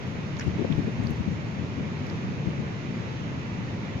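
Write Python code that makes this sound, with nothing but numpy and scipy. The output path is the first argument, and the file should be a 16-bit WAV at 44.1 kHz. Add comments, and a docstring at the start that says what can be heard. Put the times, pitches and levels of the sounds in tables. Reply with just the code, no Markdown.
"""A steady rush of distant surf and a low rumble of wind, heard from shallow water at a shore.
Foam fizzes faintly and tiny bubbles burst in bright ticks. A small ripple splashes once and a few
droplets follow, each a ringing bubble in a puff of spray. Gusts buffet the microphone, mostly
on its left port. The recorder dulls everything above 7 kHz."""
import sys
import numpy as np
from scipy import signal
from scipy.fft import rfft, irfft
from scipy.io import wavfile
from scipy.ndimage import uniform_filter1d, map_coordinates

SR = 44100
rng = np.random.default_rng(int(sys.argv[2]) if len(sys.argv) > 2 else 0)


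def generate_wav(sig):
    """Save sig (samples, or channels by samples) to the path in sys.argv[1] as 16-bit PCM at SR."""
    pcm = np.round(np.clip(np.atleast_2d(sig).T, -1, 1) * 32767).astype(np.int16)
    wavfile.write(sys.argv[1], SR, pcm)


N = 4 * SR
HZ, T = np.fft.rfftfreq(N, 1 / SR), np.arange(N) / SR


def amp(db):
    """Decibels to gain."""
    return 10 ** (np.asarray(db) / 20)


def spectrum(points):
    """A table interpolated over HZ on a log-frequency axis."""
    freq_hz, value = np.transpose(points)
    return np.interp(np.log(HZ + 1), np.log(freq_hz + 1), value)


def curve(points):
    """A table interpolated over T."""
    return np.interp(T, *np.transpose(points))


def pan(left_minus_right_db):
    """Left and right gains; the nearer port gets 1."""
    return amp(np.minimum([[left_minus_right_db], [-left_minus_right_db]], 0))


def add(mix, start_s, sound):
    """Mixes in a stereo sound."""
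    part = mix[:, round(start_s * SR):][:, :sound.shape[1]]
    part += sound[:, :part.shape[1]]


def unit_rms(x):
    """Scales to rms 1."""
    return x / np.sqrt(np.mean(x ** 2) + 1e-20)


def band_noise(samples, centre_hz, half_width_octaves, order):
    """Stereo noise in a band around one pitch."""
    octaves = np.log2((np.fft.rfftfreq(samples, 1 / SR) + 1) / centre_hz)
    white = rfft(rng.standard_normal((2, samples)))
    return irfft(white / (1 + (octaves / half_width_octaves) ** order))


def noise_pair(density_db, correlation, patch_depth_db):
    """Partly alike stereo noise with drifting patches of level; a complex correlation carries a delay."""
    left, independent = rfft(rng.standard_normal((2, N)))
    correlation = correlation / np.maximum(abs(correlation) / 0.99, 1)
    right = correlation * left + np.sqrt(1 - abs(correlation) ** 2) * independent
    noise = irfft(np.array([left, right]) * amp(density_db), N) * np.sqrt(SR / 2)
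    frames = signal.stft(noise, nperseg=512)[2]
    patches = uniform_filter1d(rng.standard_normal(frames.shape[1:]), size=7, axis=0)  # over frequency
    patches = unit_rms(uniform_filter1d(patches, size=12, axis=1))  # over time
    return signal.istft(frames * amp(patch_depth_db * patches))[1][:, :N]


# surf spectrum at each port: freq_hz, density_db
SURF_LEFT = [(100, -75), (550, -70), (700, -73), (820, -71.5), (950, -76), (1400, -76.5), (2000, -80.5),
             (2450, -81.5), (3400, -85.5), (3900, -85.5), (4500, -89), (6300, -90), (7200, -98),
             (16000, -106)]
SURF_RIGHT = [(100, -77), (500, -71.5), (640, -72.5), (810, -76.5), (910, -72.5), (1200, -76), (1600, -76),
              (1950, -73), (2250, -74), (2450, -74), (3200, -82.5), (3900, -85.5), (4700, -91.5),
              (6100, -92.5), (7200, -99.5), (16000, -106)]
# likeness of the ports, direct sound aside: freq_hz, correlation
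SURF_CORRELATION = [(430, 0.63), (660, 0.078), (790, -0.33), (900, 0.5), (1050, 0.01), (1650, -0.41),
                    (2000, 0.056), (6600, -0.086)]
# slow swell: time_s, gain_db
SURF_SWELL = [(0, 0.5), (.7, 1.04), (1.2, 0.4), (1.8, 0.3), (2.1, 1), (2.4, 0), (3.0, 1), (4, 0.5)]

def surf(direct_share=0.27, right_delay_s=0.000445, direct_above_hz=1980):
    """Distant surf: a wide rush with a slight swell; part of its treble reaches the left port first."""
    delay = np.exp(-2j * np.pi * HZ * right_delay_s)
    direct = direct_share * delay / (1 + (direct_above_hz / (HZ + 1)) ** 8)
    density_db = np.array([spectrum(SURF_LEFT), spectrum(SURF_RIGHT)])
    rush = noise_pair(density_db, spectrum(SURF_CORRELATION) + direct, patch_depth_db=0.66)
    return rush * amp(curve(SURF_SWELL))


# rumble spectrum: freq_hz, density_db
WIND_SPECTRUM = [(20, -99), (40, -83), (60, -67), (85, -55.5), (125, -51.5), (180, -53.5), (250, -58.5),
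                 (330, -64.5), (450, -69), (700, -81), (1500, -105)]
# wind strength: time_s, gain_db
WIND_STRENGTH = [(0, -0.5), (.4, 0.5), (.9, 1), (1.5, 1), (2.25, 1), (2.65, 0.5), (2.8, -1.5), (2.9, 1.5),
                 (3.5, -1), (3.75, 0.5), (4, 0)]

def wind_rumble(left_minus_right_db=1.6):
    """The low steady roar of wind, nearly the same at both ports."""
    roar = noise_pair(spectrum(WIND_SPECTRUM), correlation=0.78, patch_depth_db=-0.1)
    balance = amp([[left_minus_right_db / 2], [-left_minus_right_db / 2]])
    return roar * amp(curve(WIND_STRENGTH)) * balance


# foam crackle before its band-pass: time_s, level_db
FOAM_LEVEL = [(0, -53), (.09, -49), (.25, -59), (.35, -60), (.425, -44), (.52, -65), (.66, -63), (.76, -54),
              (.98, -56), (1.1, -45), (1.3, -62), (1.95, -74), (2.09, -50), (2.3, -69), (4, -72)]

def foam_fizz(grains_per_s=2500, spread_db=1.0, low_hz=8000, high_hz=13500):
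    """A fine crackle of foam as each ripple runs out."""
    grains = rng.standard_normal((2, N)) * (rng.random((2, N)) < grains_per_s / SR)
    grains *= amp(spread_db * np.minimum(rng.exponential(1, (2, N)), 3))
    crackle = unit_rms(grains) * amp(curve(FOAM_LEVEL))
    band_pass = 1 / (1 + (low_hz / (HZ + 1)) ** 6 + (HZ / high_hz) ** 6)
    return irfft(rfft(crackle) * band_pass, N)


# bursting bubbles: start_s, level_db, pitch_hz, left_minus_right_db
BUBBLE_TICKS = [(.0737, -34, 11900, -4), (.2668, -38, 10500, 0), (.387, -36, 12500, -1),
                (0.397, -24, 9700, -1), (.416, -35, 10800, 4), (.442, -31, 9700, 0),
                (0.7275, -27, 11800, -9), (.7642, -29.5, 11800, -9), (.78, -34, 13500, -13),
                (.835, -35, 13000, -3), (.9223, -36, 12400, -5), (1.0373, -27, 9190, -11),
                (1.0704, -32, 12500, -8), (1.1072, -20, 11400, -8), (1.1115, -24, 14800, -7),
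                (1.115, -31, 13530, -7), (1.1757, -36, 13500, 0), (1.204, -33, 14500, -6),
                (1.511, -33, 14520, -4), (2.0616, -29, 14230, -7), (2.0665, -33, 10000, -3),
                (2.0984, -36, 12550, -4), (2.1628, -37, 12900, 0)]

def bubble_ticks(samples=512, decay_s=0.00091):
    """Tiny bubbles burst, each a sharp snap around its own pitch."""
    out, t = np.zeros((2, N)), np.arange(samples) / SR
    envelope = np.exp(-t / decay_s)
    snap_rms = np.sqrt(np.mean(envelope ** 2)) / 2  # peaks near 1
    for start_s, level_db, pitch_hz, pan_db in BUBBLE_TICKS:
        snap = band_noise(samples, pitch_hz, half_width_octaves=0.29, order=2) * envelope
        add(out, start_s, unit_rms(snap) * snap_rms * amp(level_db) * pan(pan_db))
    return out


# splash and droplets: start_s, level_db, pitch_hz, decay_s, left_minus_right_db
DROPS = [(0.3677, -31, 4280, 0.0025, -6), (.3884, -37, 6300, 0.0041, 2), (0.396, -23, 5570, 0.0026, 5),
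         (0.3952, -27, 1640, 0.0036, 2), (0.4075, -29.5, 1464, 0.016, -7), (0.408, -34.5, 5270, 0.0065, 3),
         (.409, -31, 1880, .013, 0), (0.4113, -29, 2450, 0.0083, -13), (0.4265, -28.5, 2840, 0.002, 7),
         (0.7242, -20.5, 2920, 0.0023, -12), (1.07, -31.5, 4596, 0.002, -11), (2.067, -37, 5000, 0.0018, 2),
         (2.0989, -27, 4540, 0.0016, -7)]

def drops(samples=4096, rise_per_s=3.3, spray_share=0.58, attack_s=0.00028):
    """Each drop rings a bubble of rising pitch inside a puff of spray."""
    out, t = np.zeros((2, N)), np.arange(samples) / SR
    for start_s, level_db, pitch_hz, decay_s, pan_db in DROPS:
        cycles = pitch_hz * (t + rise_per_s * t ** 2 / 2) + rng.random((2, 1)) / 4
        bubble = np.sin(2 * np.pi * cycles)
        spray = unit_rms(band_noise(samples, pitch_hz, half_width_octaves=0.35, order=4))
        envelope = (1 - np.exp(-t / attack_s)) * np.exp(-t / decay_s)
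        drop = ((1 - spray_share) * bubble + spray_share * spray) * envelope
        add(out, start_s, drop * amp(level_db) * pan(pan_db))
    return out


# eddies on the ports: centre_s, half_width_s, level_db, left_minus_right_db
GUSTS = [(0.476, 0.019, -15, 31), (0.514, 0.027, -26.5, 11), (0.563, 0.022, -25.5, -12),
         (0.598, 0.027, -20, 28), (0.622, 0.012, -21.5, 12), (0.649, 0.009, -17, 28),
         (0.713, 0.042, -18, 31), (0.754, 0.0091, -22.5, 15), (0.791, 0.021, -15.5, 26),
         (0.85, 0.031, -22.5, 26), (0.886, 0.018, -23.5, 18), (1.001, 0.014, -19, 29),
         (1.04, 0.024, -22, 22), (1.118, 0.08, -24, 20), (1.207, 0.017, -19.5, 24), (1.284, 0.014, -20, 32),
         (1.313, 0.048, -26.5, 28), (1.616, 0.075, -27, 18), (1.798, 0.037, -24.5, 14),
         (2.273, 0.15, -30.5, -19), (2.48, 0.03, -19, 19), (2.601, 0.017, -21.5, 27)]
# turbulence colour at speed ratio 1: freq_hz, gain_db
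GUST_COLOUR = [(20, -37), (45, -14), (100, 3.5), (170, 2), (280, -3), (420, -18.5), (650, -30),
               (1200, -43.5), (3000, -55)]
# air speed, scaling the colour's frequencies: time_s, speed_ratio
AIR_SPEED = [(.48, 0.92), (.56, 0.99), (.6, 1.38), (.63, 1.495), (.647, 2.09), (.668, 1.4), (.705, 1.4),
             (.725, .85), (.79, 1.0), (.86, 0.96), (.883, 1.7), (.92, 1.14), (1.0, 1.26), (1.04, .95),
             (2.6, 0.95)]

def gusts():
    """Each eddy is a short swell of low turbulence, mostly on one port; faster air raises its colour."""
    out = np.zeros((2, N))
    turbulence = irfft(rfft(rng.standard_normal(N)) * amp(spectrum(GUST_COLOUR)), N)
    travel_samples = np.cumsum(curve(AIR_SPEED))
    flow = map_coordinates(turbulence, [travel_samples % N], order=3, mode="wrap")
    for centre_s, half_width_s, level_db, pan_db in GUSTS:
        bell = np.exp(-2 * np.minimum(((T - centre_s) / half_width_s) ** 2, 20))
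        eddy = unit_rms(flow * bell) * np.sqrt(np.mean(bell ** 2))
        out += eddy * amp(level_db) * pan(pan_db)
    return out


def scene():
    """Surf, wind and nearby water together."""
    return surf() + wind_rumble() + foam_fizz() + bubble_ticks() + drops() + gusts()


# recorder response: freq_hz, gain_db
RECORDER_RESPONSE = [(7100, -1.5), (7500, -8.5), (7900, -24), (8150, -28), (8600, -18), (12000, -20),
                     (15800, -20.5)]
BAND_LIMIT_HZ = 15830

def record(dry):
    """The recorder's dull top and its band limit."""
    dulled = irfft(rfft(dry) * amp(spectrum(RECORDER_RESPONSE)), N)
    low_pass = signal.firwin(511, BAND_LIMIT_HZ, window=("kaiser", 9), fs=SR)
    return signal.oaconvolve(dulled, low_pass[None], "same")


dry = scene()
out = record(dry)
generate_wav(out)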